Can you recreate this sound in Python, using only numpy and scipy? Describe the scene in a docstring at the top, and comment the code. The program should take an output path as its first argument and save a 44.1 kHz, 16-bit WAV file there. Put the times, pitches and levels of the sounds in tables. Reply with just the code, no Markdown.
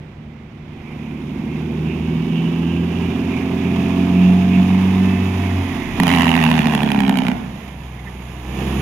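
"""A six-cylinder diesel tractor unit comes from behind a shed towards a phone in a paved yard, revs rising.
At about 6 s, some 34 m off, a gust meets the phone and the engine brake barks through the stacks.
After 7.3 s the engine runs on with little load, the chassis squeaks twice, and it picks up close by.
One crankshaft times exhaust orders, knocks, gear tones and brake cracks, made of sines, noise and pulses;
the ground reflects exhaust and brake cracks, and the yard echoes the brake, over a faint distant hum."""
import sys
import numpy as np
from scipy import signal
from scipy.fft import rfft, irfft
from scipy.io import wavfile

SR = 44100
rng = np.random.default_rng(int(sys.argv[2]) if len(sys.argv) > 2 else 0)


def wav_record(signal):
    """Record a signal, one row per channel, as 16-bit PCM in the file named by sys.argv[1]."""
    frames = np.transpose(np.atleast_2d(signal))
    bounded = np.clip(frames, -1, 1)
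    # unit amplitude maps onto the largest positive 16-bit level
    quanta = np.round(bounded * 32767).astype(np.int16)
    wavfile.write(sys.argv[1], SR, quanta)


N = 388521
T = np.arange(N) / SR


def undb(db):
    """Decibels to gain."""
    return 10 ** (np.asarray(db) / 20)


def curve(rows, t=T):
    """The columns of a time table, interpolated at the times t."""
    s, *columns = np.transpose(rows)
    return [np.interp(t, s, column) for column in columns]


def unit(x):
    """Scale to rms 1."""
    return x / np.sqrt(np.mean(x ** 2))


def colour_at(points, hz):
    """Gain at hz of a spectrum given as (pitch_hz, level_db) points."""
    f, db = np.transpose(points)
    return undb(np.interp(np.log(np.maximum(hz, 1)), np.log(f), db))


def colour(x, points):
    """Causal minimum-phase filter with the given spectrum, built by folding its cepstrum."""
    size = 8192
    cepstrum = irfft(np.log(colour_at(points, np.fft.rfftfreq(size, 1 / SR))))
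    cepstrum[1:size // 2] *= 2
    cepstrum[size // 2 + 1:] = 0
    response = irfft(np.exp(rfft(cepstrum)))
    return signal.oaconvolve(np.atleast_2d(x), response[None], axes=-1)[:, :N]


def walk(rate):
    """Smooth random wander with a spread near 1, through rate new values a second."""
    steps = rng.standard_normal(1024)
    place = np.minimum(T * rate, len(steps) - 2)
    k = place.astype(int)
    blend = (1 - np.cos(np.pi * (place - k))) / 2
    return steps[k] + (steps[k + 1] - steps[k]) * blend


def pair(apart):
    """Left and right noise, alike in the bass; in the treble apart 0 is alike, 1 unrelated."""
    mid, side = rng.standard_normal((2, N))
    side = signal.sosfilt(signal.butter(2, 850, "high", fs=SR, output="sos"), side)
    return mid + apart * np.array([side, -side])


def swish(hz, width_hz):
    """A narrow band of noise around a centre that may move; rms 1."""
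    low_pass = signal.butter(2, width_hz / 2, fs=SR, output="sos")
    slow = signal.sosfilt(low_pass, rng.standard_normal((2, N)))
    angle = 2 * np.pi * np.cumsum(hz * np.ones(N)) / SR
    return unit(slow[0] * np.cos(angle) + slow[1] * np.sin(angle))


# the steady approach, and the distance at which the loudness laws hold
START_M, APPROACH_M_S, REFERENCE_M = 78, 7.3, 30


def distance():
    """Metres from the truck to the phone."""
    return START_M - APPROACH_M_S * T


STACK_HEIGHT_M, PHONE_HEIGHT_M, SOUND_M_S = 3.825, 1.51, 343


def bounce(x, share):
    """Stack sound comes direct and off the ground, later as the truck nears: a comb that slides down."""
    lag_s = 2 * STACK_HEIGHT_M * PHONE_HEIGHT_M / distance() / SOUND_M_S
    late = np.array([np.interp(T - lag_s, T, channel) for channel in x])
    return (x + share * late) / np.sqrt(1 + share ** 2)


# engine speed: start_s, firing_hz (firings a second, all cylinders)
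SPEED = [(0, 75.1), (1.1, 74.7), (2.2, 81.5), (3.3, 87.7), (4.4, 91.6), (4.95, 94.6), (5.3, 93.8),
         (6.0, 88.47), (6.3, 82.79), (6.65, 76.14), (7.0, 67.8), (7.35, 60.06), (7.6, 66.4), (7.9, 62.1),
         (8.45, 62), (8.81, 68.5)]
# how hard the engine works, pulling or braking: start_s, load (0 none, 1 full throttle)
LOAD = [(0, 0.44), (1.8, 0.99), (3.0, 0.95), (4.1, 1), (5.3, 0.71), (5.6, 0.71), (5.93, 0.6), (6.1, 1.4),
        (7.3, 0.84), (7.5, 0.31), (7.8, 0), (8.35, 0.0074), (8.62, .62), (8.81, .66)]
CRUISE_HZ = 90  # firing rate at which the loudness laws hold
# the truck comes out from behind the shed between these times
EMERGES_S, IN_VIEW_S = 0.56, 1.02


def loudness(law):
    """Gain of one part of the engine from load, revs, distance and the shadow of the shed."""
    full_db, idle_db, revs_db, distance_db, shed_db = law
    (load,), (hz,) = curve(LOAD), curve(SPEED)
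    hidden = np.clip((IN_VIEW_S - T) / (IN_VIEW_S - EMERGES_S), 0, 1)
    work_db = full_db - idle_db * (1 - load) + revs_db * np.log2(hz / CRUISE_HZ)
    path_db = distance_db * np.log2(distance() / REFERENCE_M) + shed_db * hidden
    return undb(work_db - path_db)


BRAKE_ON_S, BRAKE_OFF_S = 6.0003, 7.325
# gain of burble, turbo and accessory whine left while the brake cuts the fuel; time to cut it
COAST_SHARE, FUEL_CUT_S = 0.32, .03


def fuel():
    """1 while the engine fires, less while the brake is on."""
    braking = np.clip(np.minimum(T - BRAKE_ON_S, BRAKE_OFF_S - T) / FUEL_CUT_S, 0, 1)
    return 1 - braking * (1 - COAST_SHARE)


# spectrum of the distant hum: pitch_hz, level_db
DISTRICT = [(20, -19), (60, 3.5), (150, 6), (400, -8), (1000, -19.5), (3000, -28.5), (8000, -52),
            (16000, -65)]


def district():
    """The distant hum of the district: wide, dark noise that wavers slightly."""
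    return undb(-38.5 + 1.0 * walk(3.3)) * unit(colour(pair(1.0), DISTRICT))


# spectrum of the air on the microphone ports: pitch_hz, level_db
BREEZE = [(10, -9), (30, -6), (60, -4), (150, -22), (600, -60)]
BREEZE_DB = -54
GUST_S, GUST_LENGTH_S, GUST_DB = 5.92, 0.24, 21  # centre, length, dB above the breeze


def breeze():
    """Air rumbles faintly on the microphone ports, partly alike in both, with one stronger gust."""
    gust_db = GUST_DB * np.exp(-((T - GUST_S) / GUST_LENGTH_S) ** 2)
    air = rng.standard_normal(N) + 0.6 * rng.standard_normal((2, N))
    return undb(BREEZE_DB + gust_db + 2 * walk(2.7)) * unit(colour(air, BREEZE))


def yard_echoes(x, t60_s=0.67, first_s=0.013):
    """Scattered echoes off the shed, trailers and trees: a decaying noise tail, duller than the source."""
    age = T[:SR]
    tail = rng.standard_normal((2, SR)) * undb(-60 * age / t60_s) * (age > first_s)
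    tail /= np.sqrt(np.sum(tail ** 2) / 2)
    scattered = signal.oaconvolve(x[None], tail, axes=-1)[:, :N]
    return colour(scattered, [(150, 0), (400, 10), (750, 11.0), (1500, 6.5), (3000, -1.5), (9000, -25)])


# squeaks of the chassis in the turn: centre_s, pitch_hz, length_s, level_db
SQUEAKS = [(7.99, 2020, 0.033, -46), (8.074, 1920, .02, -38.5)]


def chassis():
    """Brief, rough squeaks as the frame twists: narrow noise bands under bell-shaped swells."""
    return sum(undb(db) * np.exp(-((T - s) / length) ** 2) * swish(hz, 260)
               for s, hz, length, db in SQUEAKS)


# centre of the intake swish: start_s, pitch_hz
TURBO_PITCH = [(0, 2134), (1.7, 2430), (2.3, 2836), (2.9, 2776), (3.4, 2404), (4.3, 2592), (5.3, 2066),
               (8.3, 2200), (8.7, 2780)]
# turbo loudness: full_load_db (at cruise revs), no_load_loss_db, per_rev_octave_db,
# loss_per_distance_doubling_db, loss_behind_shed_db
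TURBO_LAW = (-36.5, 9.5, 19, 4, 7)


def turbo():
    """The intake swish, a noise band whose centre moves, grows louder with load and revs."""
    hz, = curve(TURBO_PITCH)
    return fuel() * loudness(TURBO_LAW) * undb(3.0 * walk(11)) * swish(hz, 480)


# whine loudness: full_load_db (at cruise revs, on resonance), no_load_loss_db, per_rev_octave_db,
# loss_per_distance_doubling_db, loss_behind_shed_db
WHINE_LAW = (-28, 34, 6, 4.5, 6)
WHINE_ORDER = 7.5  # multiple of the firing rate
HOUSING_HZ, HOUSING_WIDTH_HZ = 688.6, 42


def accessory(turns, hz):
    """An engine-driven whine swells as the revs carry it through the resonance of its housing."""
    detuning = 2 * (WHINE_ORDER * hz - HOUSING_HZ) / HOUSING_WIDTH_HZ
    resonance = 1 / (1 + detuning ** 2)
    whine = undb(2 * walk(12)) * np.sin(2 * np.pi * WHINE_ORDER * turns + 0.95 * walk(24))
    return fuel() * loudness(WHINE_LAW) * resonance * whine


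# spectrum of the block clatter: pitch_hz, level_db
CLATTER = [(300, -4.5), (540, -7.5), (700, 5.5), (1000, 3.5), (1400, -7), (1900, -5), (2550, -2),
           (3100, -5.5), (3700, -8.5), (4100, -18), (5500, -18)]
# spectrum of the fan and intake hiss: pitch_hz, level_db
TREBLE = [(3000, -13), (4500, -9), (6000, -5.5), (6600, 9), (7400, -10.5), (8700, -9.5), (10200, 1.5),
          (12000, 2), (13800, -21), (15600, -18)]
# timing gears: multiple_of_firing_rate, level_db (sine peak over clatter rms)
GEARS = [(27.7, -14), (18.97, -19)]
# clatter and hiss loudness: full_load_db (at cruise revs), no_load_loss_db, per_rev_octave_db,
# loss_per_distance_doubling_db, loss_behind_shed_db
CLATTER_LAW = (-26.5, 10.5, 18, 7.5, 6.5)
HISS_LAW = (-46, 7.5, 19, 10.4, 13)


def block(turns):
    """Each combustion knocks the block; fan and intake hiss with it, and the timing gears sing."""
    knock_db = 3 * rng.standard_normal(1024)[(turns - turns[0]).astype(int)]
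    knock = 1 + 0.5 * undb(knock_db) * np.exp(-(turns % 1) / 0.84)
    clatter = unit(colour(pair(0.59) * knock, CLATTER + [(9000, -36)]))
    hiss = unit(colour(pair(0.76) * knock ** 0.63, TREBLE))
    mesh = 0
    for order, db in GEARS:
        angle = 2 * np.pi * order * turns + 1.06 * walk(40)
        mesh = mesh + undb(db + 4.0 * walk(5.5)) * np.sin(angle)
    sound = loudness(CLATTER_LAW) * (clatter + mesh) + loudness(HISS_LAW) * hiss
    return undb(0.58 * walk(12)) * sound


# firing tone, swelling and fading on its way across the yard: start_s, level_db (rms)
FIRING_TONE = [(0, -54), (1.1, -40.5), (2.05, -29.5), (2.38, -46), (2.7, -27), (3.45, -31), (4.8, -23),
               (5.6, -19.5), (5.83, -40), (6.12, -26), (7.2, -39.5), (7.35, -40), (8.35, -32.5), (8.7, -24)]
# its octave: start_s, level_db (rms)
OCTAVE_TONE = [(0, -42), (.7, -37.5), (1.5, -31.5), (1.77, -23.5), (2.7, -20), (3.3, -28.5), (3.9, -20.5),
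               (4.3, -11), (5.1, -17.5), (5.8, -36), (7.6, -41.5), (8.35, -38), (8.7, -24.5)]
# unequal cylinders, orders 0/6 to 5/6 above each firing harmonic: level_db
ORDER_DB = [5.5, -17, 0.5, 2.5, -2.5, -4.5]
# resonances of the stacks: pitch_hz, level_db
STACK = [(40, -38), (90, -66), (135, -2.5), (180, -7.5), (235, 3.5), (275, 0.5), (320, -9.5), (395, -2.5),
         (450, -18), (540, -21.5), (750, -54), (1000, -19)]
# spectrum of the rushing gas: pitch_hz, level_db
RUMBLE = [(25, -27), (60, -15), (130, -10.5), (230, 0), (310, -6.5), (390, -6), (470, -12.5), (750, -21.5),
          (1500, -57.5)]
# burble loudness: full_load_db (at cruise revs), no_load_loss_db, per_rev_octave_db,
# loss_per_distance_doubling_db, loss_behind_shed_db
BURBLE_LAW = (-17, 20, 9, 6, 9)
# high revs sharpen the exhaust pulses: gain of orders above the third firing harmonic, at cruise revs
RASP_DB, RASP_DB_PER_OCTAVE = -1.5, 3.5
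GAS_DB = -7.5  # rush of gas relative to the burble
CYLINDER_COUNT = 6


def exhaust(turns, hz):
    """Firing tone, octave, and sixth-orders of unequal cylinders sweeping through the stack resonances."""
    (tone_db,), (octave_db,) = curve(FIRING_TONE), curve(OCTAVE_TONE)
    angle = 2 * np.pi * turns
    firing = undb(tone_db + 0.95 * walk(14)) * np.sin(angle)
    octave = undb(octave_db + 2.3 * walk(15)) * np.sin(2 * angle)
    tones = np.sqrt(2) * (firing + octave)
    rasp = undb(RASP_DB + RASP_DB_PER_OCTAVE * np.log2(hz / CRUISE_HZ))
    # hotter gas at high revs raises the stack resonances
    heat = (hz / hz.max()) ** 0.34
    burble, power = 0, 0
    for k in range(3, 56):
        if k in (6, 12):  # the firing tone and its octave, made above
            continue
        order = k / CYLINDER_COUNT
        gain = undb(ORDER_DB[k % len(ORDER_DB)]) * colour_at(STACK, order * hz / heat)
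        if k > 3 * CYLINDER_COUNT:
            gain = gain * rasp
        # each order wanders slowly in level and phase, which roughens the burble
        shift = 2 * np.pi * rng.random() + .3 * walk(6)
        burble = burble + gain * undb(2.8 * walk(3.7)) * np.sin(order * angle + shift)
        power = power + gain ** 2 / 2
    gas = unit(colour(pair(1.0) * (1 + 0.6 * np.cos(angle)), RUMBLE))
    flow = burble / np.sqrt(power) + undb(GAS_DB) * gas
    return tones + fuel() * loudness(BURBLE_LAW) * bounce(flow, 0.45)


# the six cylinders in firing order: brake_valve_engages_s, crack_db (before the unevenness factor)
CYLINDERS = [(5.99, -1.7), (6.06, 1.5), (6.085, -9.5), (6.02, -5), (6.105, -7.5), (6.11, -5)]
# pulse strength of the engine brake: start_s, crack_db, boom_db
BRAKE = [(6, 2.5, -1.5), (6.15, -0.9, -8), (6.45, -0.9, -2.6), (6.7, -4, -1), (7, -3.6, 1.9),
         (7.32, -4, -2.5)]
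# spectrum of the cracks: pitch_hz, level_db
CRACK = [(300, -10), (520, 2), (780, 9), (1000, 5.5), (1400, -1), (1900, 3), (2900, 4), (3900, -8),
         (5800, -20), (6700, -20.5), (8700, -26.5), (11000, -18.5), (13800, -32.5), (15500, -30)]
# low modes of the stacks: pitch_hz, width_hz, level_db
BOOM = [(160, 30, 0), (203, 55, 6.5), (255.7, 24.7, -0.5), (353, 110, -12), (420, 61, -11)]
# pulses weaker than this soften; treble lift of those that become shocks
SHOCK_FROM_DB, SHOCK_TREBLE_DB = 1, 8.5


def engine_brake(turns):
    """Each cylinder dumps its compressed air: a shock, a spit of gas, and the boom of the stacks."""
    count = np.arange(int(np.interp(BRAKE_OFF_S, T, turns)) + 1)
    times = np.interp(count, turns, T)
    engages, cylinder_db = np.array(CYLINDERS)[count % len(CYLINDERS)].T
    crack_db, boom_db = curve(BRAKE, times)
    # the cylinders soon grow more unequal as the revs sink
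    uneven = np.minimum(1.1 * (times - BRAKE_ON_S), .95)
    chance = rng.standard_normal((len(count), 3)).T
    force_db = uneven * cylinder_db + .8 * np.sqrt(np.abs(uneven)) * chance[0]
    at = ((times + .0002 * chance[1]) * SR).astype(int)
    shocks, soft, blows = np.zeros((3, N))
    size = (times > engages) * undb(crack_db + force_db)
    # only the strongest pulses steepen into shocks on their way up the pipe
    steep = np.minimum(undb(3 * (force_db - SHOCK_FROM_DB - chance[2] ** 2)), 1)
    shocks[at] = size * steep
    soft[at] = size * (1 - steep)
    blows[at] = undb(boom_db + .6 * force_db + 2.5 * chance[2])
    sharp_cracks = colour(shocks, [(3000, 0), (8000, SHOCK_TREBLE_DB)])
    soft_cracks = colour(soft, [(2800, 0), (5000, -8), (9000, -28)])
    cracks = (sharp_cracks + soft_cracks)[0]
    age = T[:SR // 4]
    spit = signal.oaconvolve(cracks, np.exp(-age / .0016) * (age < .004))[:N]
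    # the second stack is a little further away
    second = np.interp(T - .0021, T, cracks)
    bark = bounce(colour(cracks + 0.22 * second + .13 * spit * pair(0.94), CRACK), 0.48)
    ring = 0
    for k, (hz, width, db) in enumerate(BOOM):
        mode = np.exp(-np.pi * width * age) * np.sin(2 * np.pi * hz * age)
        ring = ring + (-1) ** k * undb(db) * mode
    # the ring of the stacks wavers irregularly in time, which roughens the boom
    boom = np.interp(T + .0008 * walk(28), T, signal.oaconvolve(blows, ring)[:N])
    return undb(11) * bark, undb(-9.5) * boom


def scene():
    """The hum of the district, a breeze, the truck and the echoes of its brake."""
    hz, = curve(SPEED)
    turns = np.cumsum(hz) / SR  # counts firings, zero when the brake comes on
    turns -= np.interp(BRAKE_ON_S, T, turns)
    bark, boom = engine_brake(turns)
    echoes = undb(-12) * yard_echoes(bark.mean(0) + .7 * boom)
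    background = district() + breeze() + echoes
    engine = turbo() + accessory(turns, hz) + block(turns) + exhaust(turns, hz)
    return background + chassis() + engine + bark + boom


# the two microphone ports: pitch_hz, left_minus_right_db
PORTS = [(110, -.4), (200, -2), (380, -4.8), (700, -3), (1290, -8), (2380, -13.8), (4400, -8.5),
         (8120, -13.5), (15000, -27)]
# phase by which the left port leads: pitch_hz, lead_rad
PORT_PHASE = [(200, 0), (700, -.7), (1200, -.3), (2300, -.6), (4400, 3.5), (8100, 8), (11300, 14),
              (15000, 19)]
TOP_HZ = 15900


def record(dry):
    """The left port is shaded and out of step with the right; peaks are clipped, then the top is cut."""
    hz = np.fft.rfftfreq(N, 1 / SR)
    shade = colour_at(PORTS, hz)
    left = shade * np.exp(1j * np.interp(hz, *np.transpose(PORT_PHASE)))
    # the gains of the two ports always average 1
    ports = 2 * np.array([left, np.ones_like(left)]) / (1 + shade)
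    heard = irfft(rfft(dry) * ports, N)
    top_cut = signal.ellip(8, .2, 70, TOP_HZ, fs=SR, output="sos")
    return signal.sosfilt(top_cut, np.clip(heard, -1, 1))


dry = scene()
out = record(dry)
wav_record(out)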